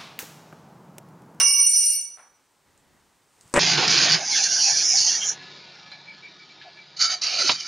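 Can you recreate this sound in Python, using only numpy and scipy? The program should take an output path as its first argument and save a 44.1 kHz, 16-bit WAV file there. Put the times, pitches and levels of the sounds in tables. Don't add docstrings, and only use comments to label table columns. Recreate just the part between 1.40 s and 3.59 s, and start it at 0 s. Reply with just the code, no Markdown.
import sys
import numpy as np
from scipy import signal
from scipy.fft import rfft, irfft, next_fast_len
from scipy.io import wavfile
from scipy.ndimage import map_coordinates

SR = 44100
rng = np.random.default_rng(int(sys.argv[2]) if len(sys.argv) > 2 else 0)


def store_pcm(level_fs):
    pcm = np.round(np.clip(level_fs, -1, 1) * 32767).astype(np.int16)
    wavfile.write(sys.argv[1], SR, np.atleast_2d(pcm).T)


N = 96711

# frequency_hz, left_right_correlation
NOISE_WIDTH = [(30, 0.5), (150, 0.75), (3000, 1), (5500, 0.92), (9000, .92), (15000, .93)]

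# pitch_hz, level_db, scraped_swell_db_per_s, grip_loss_db, free_t60_s, rough_share
BAR_MODES = [(480, -58, -16, 0, .3, .4), (1110, -39.5, -52, 8, .5, .3), (2263, -35.5, -26, 3, .85, .25),
             (2818, -28.5, -8, 12, .48, .3), (4423, -45, 0, 0, .55, .6), (5426, -21, -12, 5, .48, .42),
             (5907, -19.3, -9, 0, .53, .27), (9035, -21, 1, 0, .4, .45), (10028, -47, 11, 0, .43, .7),
             (10573, -43, 11, 0, .48, .55), (12906, -43, 4, 0, .34, .65), (14970, -55, 0, 0, .38, .7),
             (15243, -58, 8, 0, .34, .7)]
# pitch_hz, left_minus_right_db
BAR_PAN = [(1100, -2.7), (4400, -3), (5400, -5), (5900, -3.1), (9000, -.3), (15000, .5)]
# pitch_hz, relative_db
BAR_DIFFUSE = [(2500, -22), (5600, -11), (9000, -14), (13000, -15)]
GRIP_S, GRIP_FADE_S, RELEASE_S = .253, .01, .54
LINE_WIDTH_HZ, SKIRT_HZ = 16, 110
WANDER_HZ, FLICKER_DB, FLICKERS_PER_S = 3, 2, 28

# time_s, level_db
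SCRAPE_LEVEL = [(0, -40.5), (.05, -43.5), (.11, -42.5), (.14, -41), (.2, -44.5), (.255, -46.5), (.31, -35),
                (.385, -38), (.43, -34), (.53, -40.5), (.62, -46.5), (.75, -64), (.95, -104)]
# frequency_hz, density_db
SCRAPE_COLOUR = [(200, -72), (480, -23.5), (1500, -21), (3500, -15.5), (4800, -8), (6200, -2), (7000, 0),
                 (8500, 4.5), (10300, -5.5), (11500, -19.5), (13000, -26.5), (15500, -37)]
# start_s, level_db, centre_hz
CATCHES = [(.002, -28.5, 3600), (.023, -29, 8000), (.079, -29, 6600), (.264, -28.5, 7800),
           (0.278, -29.5, 8000), (.397, -29, 8190), (0.502, -29.5, 7410)]
# time_s, level_db
PALM_LEVEL = [(.9, -80), (1.15, -77), (1.4, -79.5), (1.85, -74.5), (1.98, -69.5), (2.02, -69),
              (2.13, -69.5)]
GRIT_DB, GRITS_PER_S, SCRAPE_PAN_DB = 1.5, 400, -.5
CATCH_T60_S, CATCH_OCTAVES = .13, .4

# start_s, ring_db, thud_db, clatter_db, crack_db, brightness_hz
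BLOWS = [(.002, -60.5, -68, -27, -46, 4000), (2.1395, -23.5, -11.5, -18.5, -17, 940),
         (2.1574, -35.5, -36, -22.5, -51.5, 2950), (2.1631, -28.5, -11, -21, -17, 3014),
         (2.1716, -22.5, -12.5, -22.5, -22.5, 2981), (2.1771, -21.5, -7.5, -20, -48.5, 2000)]
# pitch_hz, relative_db, t60_s
STAND_MODES = [(156.4, -9, 0.45), (240, -2.5, .12), (371.8, -0.5, 0.16), (476, -10, 0.1587),
               (580, 1.5, 0.29), (847, -13.5, .14), (957.5, 1, 0.18), (1170, -11.5, .2),
               (1468, -17.5, 0.19), (1737, -10, .25), (1894, -1, 0.31), (2246, -16, 0.11),
               (2625, -11.5, 0.11)]
# frequency_hz, density_db
CLATTER_COLOUR = [(50, -19.5), (100, -19.5), (170, -16), (400, -10.5), (900, -1), (2100, 2), (3000, -4),
                  (4200, -12), (8000, -25.5), (11000, -40), (15000, -54.5)]
# frequency_hz, density_db
CRACK_COLOUR = [(800, -18.5), (3000, -13), (6000, -5.5), (8200, 2.5), (10000, -10), (13000, -34),
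                (15500, -38)]
# frequency_hz, density_db
ROOM_COLOUR = [(150, -47.5), (500, -9), (900, 0.5), (1500, -1), (2700, -14), (4000, -25.5), (7000, -40)]
THUD_HZ, THUD_PEAK_S, CLATTER_T60_S, STAND_PAN_DB = 509.6, .00068, .19, .76
CRACK_T60_S, CRACK_TAIL_DB, CRACK_TAIL_T60_S = .011, -15.5, .32
CLATTER_ROOM_DB, ROOM_T60_S = -12.5, .54

# time_s, level_db
RUSTLE_LEVEL = [(.45, -70), (.62, -64), (.9, -66.5), (1.19, -66.5), (1.306, -64.5), (1.36, -65),
                (1.556, -64.5), (1.72, -65), (1.886, -65.5), (2.13, -58.5)]
# frequency_hz, density_db
RUSTLE_COLOUR = [(15, -44.5), (25, -10), (53, -10.5), (169, -6), (445, -6), (722, -7.5), (826, -4),
                 (1900, -11.5), (2770, -13.5), (7700, -16.5), (10400, -22), (15500, -24.5)]

# start_s, level_db
KNOCKS = [(.773, -56.5), (0.783, -57), (0.79, -53)]
KNOCK_T60_S, KNOCK_ROOM_DB = .043, -1

# start_s, level_db
TICKS = [(.965, -71.5), (1.377, -54), (2.01, -43.5), (2.077, -50), (2.097, -51), (2.129, -45)]

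# time_s, level_db
RUB_LEVEL = [(1.15, -88.5), (1.29, -67), (1.42, -69.5), (1.57, -64), (1.7, -73), (1.9, -77), (2.05, -68)]
# frequency_hz, density_db
RUB_COLOUR = [(25, -13.5), (55, 0), (300, -3.5), (600, -11), (1300, -17), (1950, -8.5), (2500, -27),
              (8000, -45)]

# start_s, level_db, pitch_hz
BUMPS = [(2.056, -49, 130), (2.128, -51, 574), (2.152, -35, 70), (2.174, -31, 71)]
BUMP_PEAK_S = .0025

LIMIT_DB, LIMIT_WINDOW_S, TOP_HZ = -13, .015, 15700


def amp(db):
    return 10 ** (np.asarray(db) / 20)


def unit_rms(x):
    return x / np.sqrt(np.mean(np.abs(x) ** 2) + 1e-20)


def pan(db):
    return amp(np.array([[db], [-db]]) / 2)


def along(points, hz):
    frequencies, values = np.transpose(points)
    return np.interp(np.log(hz + 1), np.log(frequencies + 1), values)


def fader(rows):
    return amp(np.interp(np.arange(N) / SR, *np.transpose(rows)))


def since(start_s):
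    return np.maximum(np.arange(N) / SR - start_s, 0)


def decay(start_s, t60_s):
    t = since(start_s)
    return (1 - np.exp(-t / .0003)) * amp(-60 * t / t60_s)


def wobble(knots_per_s):
    return map_coordinates(rng.standard_normal(8192), [np.arange(N) * knots_per_s / SR], mode="wrap")


def filtered(x, response):
    size = next_fast_len(N + SR // 4)
    return irfft(rfft(x, size) * response(np.fft.rfftfreq(size, 1 / SR)), size)[..., :N]


def noise(colour):
    def mid_side_gains(hz):
        angle = np.arccos(np.clip(along(NOISE_WIDTH, hz), -1, 1)) / 2
        return amp(along(colour, hz)) * [np.cos(angle), np.sin(angle)]

    mid, side = filtered(rng.standard_normal((2, N)), mid_side_gains)
    return unit_rms(np.array([mid + side, mid - side]))


def singing_bar():
    free_s = since(RELEASE_S)
    scraped_s = since(0) - free_s
    grip = np.clip(since(GRIP_S) / GRIP_FADE_S, 0, 1)
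    line_shape = np.poly(np.exp(-2 * np.pi * np.array([LINE_WIDTH_HZ, SKIRT_HZ]) / SR))
    out = np.zeros((2, N))
    for hz, db, swell, grip_loss_db, t60_s, rough in BAR_MODES:
        friction = rng.standard_normal((2, N)) + 1j * rng.standard_normal((2, N))
        driven, diffuse = unit_rms(signal.lfilter([1], line_shape, friction))
        side = amp(along(BAR_DIFFUSE, hz)) * np.array([diffuse, -diffuse])
        swing = np.sqrt(1 - rough) + np.sqrt(rough) * driven + side
        phase = 2 * np.pi * np.cumsum(hz + WANDER_HZ * wobble(FLICKERS_PER_S)) / SR
        tone = np.sqrt(2) * np.real(swing * np.exp(1j * phase))
        level_db = db + swell * scraped_s - grip_loss_db * grip - 60 * free_s / t60_s
        flicker_db = FLICKER_DB * wobble(FLICKERS_PER_S)
        out += pan(along(BAR_PAN, hz)) * amp(level_db + flicker_db) * tone
    return out


def scrape():
    grit = unit_rms(amp(GRIT_DB * wobble(GRITS_PER_S)))
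    hiss = (fader(SCRAPE_LEVEL) + fader(PALM_LEVEL)) * noise(SCRAPE_COLOUR)
    for start_s, db, centre_hz in CATCHES:
        band = lambda hz: 1 / (1 + (np.log2((hz + 1) / centre_hz) / CATCH_OCTAVES) ** 2)
        flare = unit_rms(filtered(noise(SCRAPE_COLOUR), band))
        hiss += amp(db) * decay(start_s, CATCH_T60_S) * flare
    return pan(SCRAPE_PAN_DB) * grit * hiss


def thud(start_s, hz, peak_s):
    t = since(start_s)
    return -np.sin(2 * np.pi * hz * t) * t / peak_s * np.exp(1 - t / peak_s)


def crack(start_s):
    wash = amp(CRACK_TAIL_DB) * decay(start_s, CRACK_TAIL_T60_S)
    return noise(CRACK_COLOUR) * (decay(start_s, CRACK_T60_S) + wash)


def clanks():
    out = np.zeros((2, N))
    for start_s, ring_db, thud_db, clatter_db, crack_db, brightness_hz in BLOWS:
        t = since(start_s)
        lowpass = lambda hz: 1 / np.sqrt(1 + (hz / brightness_hz) ** 4)
        ring = np.zeros(N)
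        for hz, db, t60_s in STAND_MODES:
            tone = np.sin(2 * np.pi * (hz * t + rng.random()))
            ring += amp(db) * lowpass(hz) * decay(start_s, t60_s) * tone
        clatter = decay(start_s, CLATTER_T60_S) * filtered(noise(CLATTER_COLOUR), lowpass)
        room = amp(CLATTER_ROOM_DB) * decay(start_s, ROOM_T60_S) * noise(ROOM_COLOUR)
        attack = amp(thud_db) * thud(start_s, THUD_HZ, THUD_PEAK_S) + amp(crack_db) * crack(start_s)
        out += attack + amp(ring_db) * ring + amp(clatter_db) * (clatter + room)
    return pan(STAND_PAN_DB) * out


def rustle():
    return fader(RUSTLE_LEVEL) * noise(RUSTLE_COLOUR)


def soft_knock():
    out = np.zeros((2, N))
    for start_s, db in KNOCKS:
        tail = amp(KNOCK_ROOM_DB) * decay(start_s, ROOM_T60_S)
        out += amp(db) * noise(ROOM_COLOUR) * (decay(start_s, KNOCK_T60_S) + tail)
    return out


def seat_ticks():
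    return sum(amp(db) * crack(start_s) for start_s, db in TICKS)


def grip_rub():
    return fader(RUB_LEVEL) * noise(RUB_COLOUR)


def tyre_bumps():
    return sum(amp(db) * thud(start_s, hz, BUMP_PEAK_S) for start_s, db, hz in BUMPS)


def scene():
    metal = singing_bar() + scrape() + clanks()
    return metal + rustle() + soft_knock() + seat_ticks() + grip_rub() + tyre_bumps()


def record(dry):
    pole = np.exp(-1 / (LIMIT_WINDOW_S * SR))
    power = signal.lfilter([1 - pole], [1, -pole], np.mean(dry ** 2, axis=0))
    gain = (1 + (power / amp(LIMIT_DB) ** 2) ** 2) ** -.25
    return filtered(dry * gain, lambda hz: hz < TOP_HZ)


dry = scene()
out = record(dry)
store_pcm(out)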